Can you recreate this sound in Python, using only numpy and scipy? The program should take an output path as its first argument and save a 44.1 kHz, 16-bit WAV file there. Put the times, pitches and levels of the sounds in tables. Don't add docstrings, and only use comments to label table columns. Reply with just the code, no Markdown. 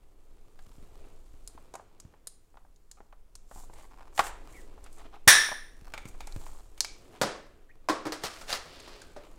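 import sys
import numpy as np
from scipy import signal
from scipy.fft import rfft, irfft, next_fast_len
from scipy.io import wavfile
from scipy.ndimage import map_coordinates

SR = 44100
rng = np.random.default_rng(int(sys.argv[2]) if len(sys.argv) > 2 else 0)


def wrap_up_sound(samples):
    columns = np.atleast_2d(samples).T
    tamed = np.clip(columns, -1, 1)
    steps = np.round(tamed * 32767).astype(np.int16)
    wavfile.write(sys.argv[1], SR, steps)


N = 413658
SIZE = 32768
HZ = np.fft.rfftfreq(SIZE, 1 / SR) + 1
AGE = np.arange(SIZE) / SR
TIME = np.arange(N) / SR

# pitch_hz, level_db
RUMBLE_COLOUR = [(5, -6.5), (14, 7), (30, -5.5), (45, -10.5), (70, -22), (150, -47), (600, -82)]
HISS_COLOUR = [(100, 3.5), (420, -7), (1200, -14), (3000, -23), (8000, -22), (15500, -25)]
# time_s, level_db
RUMBLE_LEVEL = [(0, -52), (1.4, -46.5), (1.9, -57), (4.4, -44), (5.6, -47.5), (6.37, -39.5), (7.2, -53.5),
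                (9.38, -49)]
# pitch_hz, t60_s
ROOM_DECAY = [(100, 0.16), (300, 0.57), (700, 0.42), (1800, 0.54), (5000, 0.43), (9000, 0.36),
              (14000, 0.12)]

# time_s, effort_db, sleeve_db
EFFORT_CURVE = [(0, -74.5, -84), (.55, -72, -76), (.75, -70.5, -71), (1.05, -63.5, -73), (1.25, -72, -74),
                (1.62, -68, -74), (2.1, -72.5, -94), (2.45, -82, -82), (3.3, -79, -88), (3.7, -69.5, -72.5),
                (4.1, -68.5, -79), (4.55, -62, -71), (5.25, -71.5, -80), (6.42, -64.5, -67.5),
                (6.72, -70.5, -73), (7.151, -61, -70), (7.75, -73.5, -88), (8.4, -61.5, -62),
                (9.38, -65.5, -74)]
# pitch_hz, level_db
ARM_COLOUR = [(30, -7), (70, 4), (150, -5.5), (250, -3), (400, 0), (600, -7.5), (1200, -22.5),
              (5000, -65.5)]
RUB_COLOUR = [(250, -12.5), (550, -1), (1100, -1.5), (1700, -9), (2400, -8), (3500, -11), (6000, -22),
              (15000, -36)]
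SLEEVE_COLOUR = [(300, -26.5), (1200, -6.5), (2500, -12.5), (4300, -6), (5600, -6.5), (7300, -1.5),
                 (10000, -7), (15000, -13.5)]
# pitch_hz, level_db
SWISH_COLOUR = [(300, -22.5), (1200, -8), (2500, -13), (4300, -9), (5600, -7), (7500, 1), (10000, -6.5),
                (15000, -13.5)]
GRIT_COLOUR = [(100, -20), (300, -16), (550, 3), (1500, -1), (3000, -2.5), (5500, -4), (9000, -11.5),
               (15000, -22.5)]
SOLE_COLOUR = [(150, -11), (500, 3), (1200, -4.5), (2600, -4), (4900, -3), (5800, -11), (9000, -24),
               (15000, -37)]
# middle_s, level_db, half_length_s
GRIP_STROKES = [(3.79, -62, 0.024), (4.5, -67, 0.02), (4.86, -60, 0.016), (5.0, -60, .02),
                (5.06, -57.5, 0.0088), (5.15, -58, 0.015), (7.16, -61, 0.016), (9.24, -63, 0.026)]
SWISH_STROKES = [(3.58, -56, 0.048), (3.8, -64.5, 0.052), (4.19, -47, 0.023), (4.26, -44, 0.021),
                 (4.56, -61, 0.049), (4.97, -66, .05), (6.088, -53.5, .008), (6.45, -61.5, 0.12)]
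SCRAPE_STROKES = [(8.258, -37.5, 0.017), (8.35, -51.5, 0.043), (8.51, -37, 0.018), (8.545, -36, 0.02)]

# start_s, level_db, brightness_db_per_octave, body_hz, body_db
FLOOR_DROPS = [(7.2146, 5, 1.5, 562, 9.5), (7.231, 0.5, -2, 164, 9.5), (7.887, 3.5, 0, 1087, 14.5),
               (7.896, 2.5, -.5, 314, 11), (8.054, -6.5, -1, 323, 12), (8.067, -1.5, -.5, 315, 26),
               (8.122, -6.5, 1.5, 340, -8), (8.237, -4.5, 2.5, 1220, 6), (8.412, -17.5, 2, 1490, 4),
               (8.5296, -6.5, 2, 1280, 5), (8.658, -23, -1.5, 160, 12), (8.876, -20, 0.5, 600, 5),
               (9.017, -25.5, 2.5, 1545, 18), (9.164, -15.5, -1.5, 600, 10.5)]
# pitch_hz, level_db
FLOOR_COLOUR = [(50, -37), (110, -6), (170, -3.5), (500, 4.5), (1500, -1.5), (2800, -11), (5000, -9.5),
                (9000, -19), (15000, -29.5)]

# start_s, level_db, brightness_db_per_octave
OFFCUT_TAPS = [(5.938, -11.5, -2.5), (5.943, -17.5, -4), (5.978, -13.5, -2), (6.055, -23, 0.5),
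               (6.206, -16.5, -1), (6.274, -20.5, -4.5), (6.778, -27.5, 1.5), (6.847, -13.5, 0.5)]
# pitch_hz, width_hz, level_db
OFFCUT_MODES = [(852, 98, 0), (1356, 78, -2), (1650, 64, -11.5), (2280, 65, 3.5), (3540, 58, -7),
                (6750, 45, -5), (8450, 150, -14)]

# start_s, length_s, first_hz, last_hz, level_db
SQUEAK_GLIDES = [(4.524, 0.095, 2220, 1474, -53.5), (7.688, 0.0334, 1770, 2700, -56)]
# start_s, length_s, contact_db, contacts_per_s, brightness_db_per_octave
CONTACT_RUNS = [(.66, .2, -43.5, 87, 4.5), (1.501, .17, -48, 34, 6), (2.531, .04, -35, 106, -6),
                (2.95, .05, -39, 77, -5), (3.505, .14, -32.5, 90, -6.5), (3.726, .14, -34.5, 114, -2),
                (3.903, .24, -34, 51, -0.5), (4.957, .12, -33.5, 130, -1.5), (5.119, .055, -34, 260, -4.5),
                (5.482, .05, -14, 140, -6.5), (5.811, .12, -34.5, 45, 5), (6.347, .27, -35, 70, 3)]
# start_s, level_db, brightness_db_per_octave
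PIPE_KNOCKS = [(.591, -30.5, 2), (1.577, -24, -4), (1.7395, -16.5, -5.5), (1.753, -15, -3.5),
               (1.797, -22.5, -7), (2.138, -32, -3), (2.571, -26.5, -2), (2.649, -34.5, -9),
               (3.005, -24.5, -6.5), (3.126, -27.5, -3), (3.513, -22, -5), (3.698, -25, -8),
               (4.008, -25, -1.5), (4.178, -6, 1.5), (4.1927, 9.5, 0), (4.196, 0.5, -0.5), (4.205, -3, 1),
               (4.268, -14, 1.5), (4.778, -27.5, -5.5), (4.863, -26.5, 2), (5.876, -26, -4.5),
               (6.146, -29, -5), (6.465, -21.5, 1), (6.548, -30, -7.5)]
# pitch_hz, level_db
PIPE_COLOUR = [(50, -24), (200, -20.5), (520, -6), (800, 3.5), (1200, -0.5), (1750, -7.5), (3000, -14.5),
               (8000, -26.5), (16000, -35.5)]
# start_s, level_db, pitch_hz
SOFT_BUMPS = [(.67, -26, 80), (0.783, -22, 99), (0.827, -26.5, 110), (1.34, -23, 39.6), (1.551, -23.5, 80),
              (2.051, -18.5, 75), (3.56, -24.5, 75), (4.193, -12.5, 140), (5.054, -26.5, 300),
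              (5.275, 0, 140), (5.82, -24, 99), (6.055, -15.5, 142), (6.363, -7, 36.6), (7.218, -10, 169.5),
              (8.24, -17, 140)]

# start_s, level_db, pitch_hz, ring_amount (0-1)
SHEAR_CLICKS = [(1.4758, -17.5, 8400, 0.6), (1.7397, -25, 7200, 0.3), (1.755, -22.5, 7140, .1),
                (2.001, -23.5, 6660, 0.03), (2.272, -12.5, 9230, .76), (2.761, -41.5, 6300, .6),
                (2.914, -22.5, 6900, 0.4), (3.354, -22.5, 6700, .1), (3.738, -33, 7970, .2),
                (4.842, -28.5, 7740, .2), (4.929, -32.5, 8900, 0.3), (4.984, -33.5, 8120, .2),
                (6.272, -22, 7000, 0.2), (6.3237, -26, 5830, 0.4), (6.806, 3.5, 5860, 0.2),
                (6.847, -11, 4700, 0.09), (8.122, -15.5, 4630, 0.4), (8.5279, -2.5, 4840, 0.8),
                (8.802, -26, 7040, .6), (9.018, -25.5, 7300, 0.94)]
# pitch_hz, width_hz, level_db
STEEL_MODES = [(3230, 100, 8), (4100, 230, 17), (4540, 33, 18), (5050, 46, 16), (5960, 30, -7),
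               (6920, 30, 14.5), (7700, 50, 6), (9030, 64, 9), (9670, 53, 11), (13100, 70, -1)]
# pitch_hz, level_db
CRACK_COLOUR = [(40, -19.5), (150, -18), (500, -9), (1200, -0.5), (2300, 1.5), (2900, -9), (8000, -3.5),
                (11000, -7), (16000, -11.5)]
# pitch_hz, width_hz, level_db
CUT_PIPE_MODES = [(1762, 130, 1), (3640, 410, -3.5), (5633, 290, -1.5), (9360, 420, -4),
                  (13300, 2200, -13.5)]


def amp(db):
    return 10 ** (np.asarray(db) / 20)


def along(points, hz):
    pitches, values = np.transpose(points)
    return np.interp(np.log(hz + 1), np.log(pitches + 1), values)


def norm(x):
    return x / np.sqrt(np.sum(x ** 2) + 1e-20)


def add(track, start_s, sound):
    part = track[max(round(start_s * SR), 0):][:len(sound)]
    part += sound[:len(part)]


def hump(hz, octaves):
    return 1 / (1 + (np.log2(HZ / hz) / octaves) ** 2)


def resonances(modes):
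    power = sum(amp(2 * db) / (1 + ((HZ - hz) / width) ** 2) for hz, width, db in modes)
    return np.sqrt(power)


def tilt(bright):
    return amp(bright * np.log2(np.maximum(HZ, 200) / 1000))


def response(gain):
    cepstrum = irfft(np.log(np.maximum(gain, 1e-6)))
    cepstrum[1:SIZE // 2] *= 2
    cepstrum[SIZE // 2 + 1:] = 0
    return np.exp(rfft(cepstrum))


def burst(t60):
    return norm(rng.standard_normal(SIZE) * amp(-60 * AGE / t60))


def room_tail(build=0.002):
    hz, t, bands = signal.stft(rng.standard_normal(SIZE), SR, nperseg=256)
    decay = amp(-60 * t / along(ROOM_DECAY, hz)[:, None])
    tail = signal.istft(bands * decay, SR, nperseg=256)[1][:SIZE]
    return norm(tail * (1 - np.exp(-AGE / build)))


def strike(gain, chatter_t60, chatter_db, room_db):
    contact = amp(chatter_db) * burst(chatter_t60)
    contact[0] += 1
    direct, tail = irfft(rfft([contact, room_tail()]) * response(gain))
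    return norm(direct) + amp(room_db) * norm(tail)


def wobble(rate):
    knots = rng.standard_normal(int(N * rate / SR) + 4)
    return map_coordinates(knots, [TIME * rate])


def friction(colour, grain_db):
    slips = rng.standard_normal(N) * amp(grain_db * wobble(rate=400))
    m = next_fast_len(N + SIZE)
    gain = amp(along(colour, np.fft.rfftfreq(m, 1 / SR)))
    rubbed = irfft(rfft(slips, m) * gain, m)[:N]
    return norm(rubbed) * np.sqrt(N)


def strokes(rows):
    return sum(amp(db) * np.exp(-.5 * ((TIME - s) / half) ** 2) for s, db, half in rows)


def effort():
    s, *levels = np.transpose(EFFORT_CURVE)
    return [amp(np.interp(TIME, s, db)) for db in levels]


def rumble():
    return amp(np.interp(TIME, *np.transpose(RUMBLE_LEVEL))) * friction(RUMBLE_COLOUR, grain_db=0)


def hiss():
    return amp(-71.0) * friction(HISS_COLOUR, grain_db=0.0)


def handling():
    arm_db, rub_db = 4.5, -3
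    moving, brushing = effort()
    near = amp(arm_db) * moving * friction(ARM_COLOUR, grain_db=1.5)
    rubbing = amp(rub_db) * moving + strokes(GRIP_STROKES)
    near += rubbing * friction(RUB_COLOUR, grain_db=2.5)
    near += brushing * friction(SLEEVE_COLOUR, grain_db=3.5)
    near += strokes(SWISH_STROKES) * friction(SWISH_COLOUR, grain_db=3.0)
    near += strokes(SCRAPE_STROKES) * friction(GRIT_COLOUR, grain_db=3.0)
    shuffle = strokes([(8.83, -52.5, 0.15)]) * amp(1.1 * wobble(rate=30))
    near += shuffle * friction(SOLE_COLOUR, grain_db=2)
    return near + amp(-11) * signal.fftconvolve(near, room_tail())[:N]


def finger_ticks():
    ticks_per_s, tick_db, spread_db = 22, 21.5, 4.5
    contacts = rng.random(N) < ticks_per_s / SR
    sizes = effort()[0] * amp(tick_db + spread_db * rng.standard_normal(N))
    plastic = amp(along(PIPE_COLOUR, HZ)) * tilt(bright=3.1)
    tick = strike(plastic, chatter_t60=0.013, chatter_db=2.5, room_db=-12.0)
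    return signal.fftconvolve(contacts * sizes, tick)[:N]


def floor_knocks():
    out = np.zeros(N)
    for s, db, bright, hz, body_db in FLOOR_DROPS:
        body = body_db * hump(hz, 0.13)
        colour = amp(along(FLOOR_COLOUR, HZ) + body) * tilt(bright)
        add(out, s, amp(db) * strike(colour, chatter_t60=0.1, chatter_db=12.5, room_db=-2.5))
    return out


def offcut():
    out = np.zeros(N)
    for s, db, bright in OFFCUT_TAPS:
        modes = [(hz * (1 + rng.normal(0, .015)), width, level + rng.normal(0, 2.5))
                 for hz, width, level in OFFCUT_MODES]
        tube = (resonances(modes) + amp(-11.5) * hump(2900, 1.34)) * tilt(bright)
        add(out, s, amp(db) * strike(tube, chatter_t60=0.041, chatter_db=8, room_db=-7.0))
    return out


def squeaks():
    out = np.zeros(N)
    for start, length, first_hz, last_hz, db in SQUEAK_GLIDES:
        progress = np.clip(AGE / length, 0, 1)
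        jitter = map_coordinates(rng.standard_normal(SIZE), [AGE * 600], order=1)
        glide = first_hz + (last_hz - first_hz) * progress ** 3
        pitch = glide * (1 + .08 * jitter)
        tone = np.sin(2 * np.pi * np.cumsum(pitch) / SR)
        add(out, start, amp(db) * np.sin(np.pi * progress) * tone)
    return out + amp(-15.0) * signal.fftconvolve(out, room_tail())[:N]


def contact_runs():
    out = np.zeros(N)
    most_contacts = 40
    for start, length, db, rate, bright in CONTACT_RUNS:
        contacts = np.zeros(SIZE)
        ages = np.cumsum(rng.exponential(1 / rate, most_contacts))
        directions = rng.choice([-1, 1], most_contacts)
        sizes = amp(db + rng.normal(0, 1.4, most_contacts)) * directions
        places = np.clip(ages * SR, 0, SIZE - 1).astype(int)
        contacts[places] = sizes * (ages < length)
        plastic = amp(along(PIPE_COLOUR, HZ)) * tilt(bright)
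        contact_sound = strike(plastic, chatter_t60=0.014, chatter_db=-2, room_db=-13.5)
        add(out, start, signal.fftconvolve(contacts, contact_sound))
    return out


def soft_bumps():
    out = np.zeros(N)
    for s, db, hz in SOFT_BUMPS:
        thud = hump(hz, 1.6) ** 2
        add(out, s, amp(db) * strike(thud, chatter_t60=0.058, chatter_db=-4.0, room_db=-10.0))
    return out


def pipe_knocks():
    out = np.zeros(N)
    for s, db, bright in PIPE_KNOCKS:
        plastic = amp(along(PIPE_COLOUR, HZ)) * tilt(bright)
        add(out, s, amp(db) * strike(plastic, chatter_t60=0.041, chatter_db=6, room_db=-11))
    return out


def shears():
    out = np.zeros(N)
    handle = amp(-11.0) * hump(780, 1.27)
    treble_loss = np.hypot(1, (HZ / 12000) ** 5)
    for s, db, hz, ring_amount in SHEAR_CLICKS:
        grip = 1 + rng.normal(0, .012)
        modes = [(f * grip, width, level + rng.normal(0, 2)) for f, width, level in STEEL_MODES]
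        ring = np.hypot(1, ring_amount * resonances(modes))
        steel = hump(hz, octaves=0.46) * ring / treble_loss
        add(out, s, amp(db) * strike(steel + handle, chatter_t60=0.027, chatter_db=4.0, room_db=-12))
    return out


def snap():
    out = np.zeros(N)
    crack = amp(along(CRACK_COLOUR, HZ))
    wall = resonances(CUT_PIPE_MODES) ** 2
    add(out, 5.2772, amp(18.0) * strike(crack, chatter_t60=0.11, chatter_db=12.5, room_db=-0.5))
    add(out, 5.2775, amp(18) * strike(wall, chatter_t60=0.51, chatter_db=12, room_db=2.0))
    return out


def scene():
    background = rumble() + hiss()
    movement = handling() + finger_ticks()
    contacts = floor_knocks() + offcut() + soft_bumps()
    pipe = squeaks() + contact_runs() + pipe_knocks()
    cutting = shears() + snap()
    return (background + movement + contacts + pipe + cutting)[None]


def record(dry, top=0.64):
    top_hz = 15900
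    clipped = dry / (1 + (dry / top) ** 8) ** (1 / 8)
    m = next_fast_len(N + SIZE)
    band = 1 / (1 + (np.fft.rfftfreq(m, 1 / SR) / top_hz) ** 120)
    return irfft(rfft(clipped, m) * band, m)[..., :N]


dry = scene()
out = record(dry)
wrap_up_sound(out)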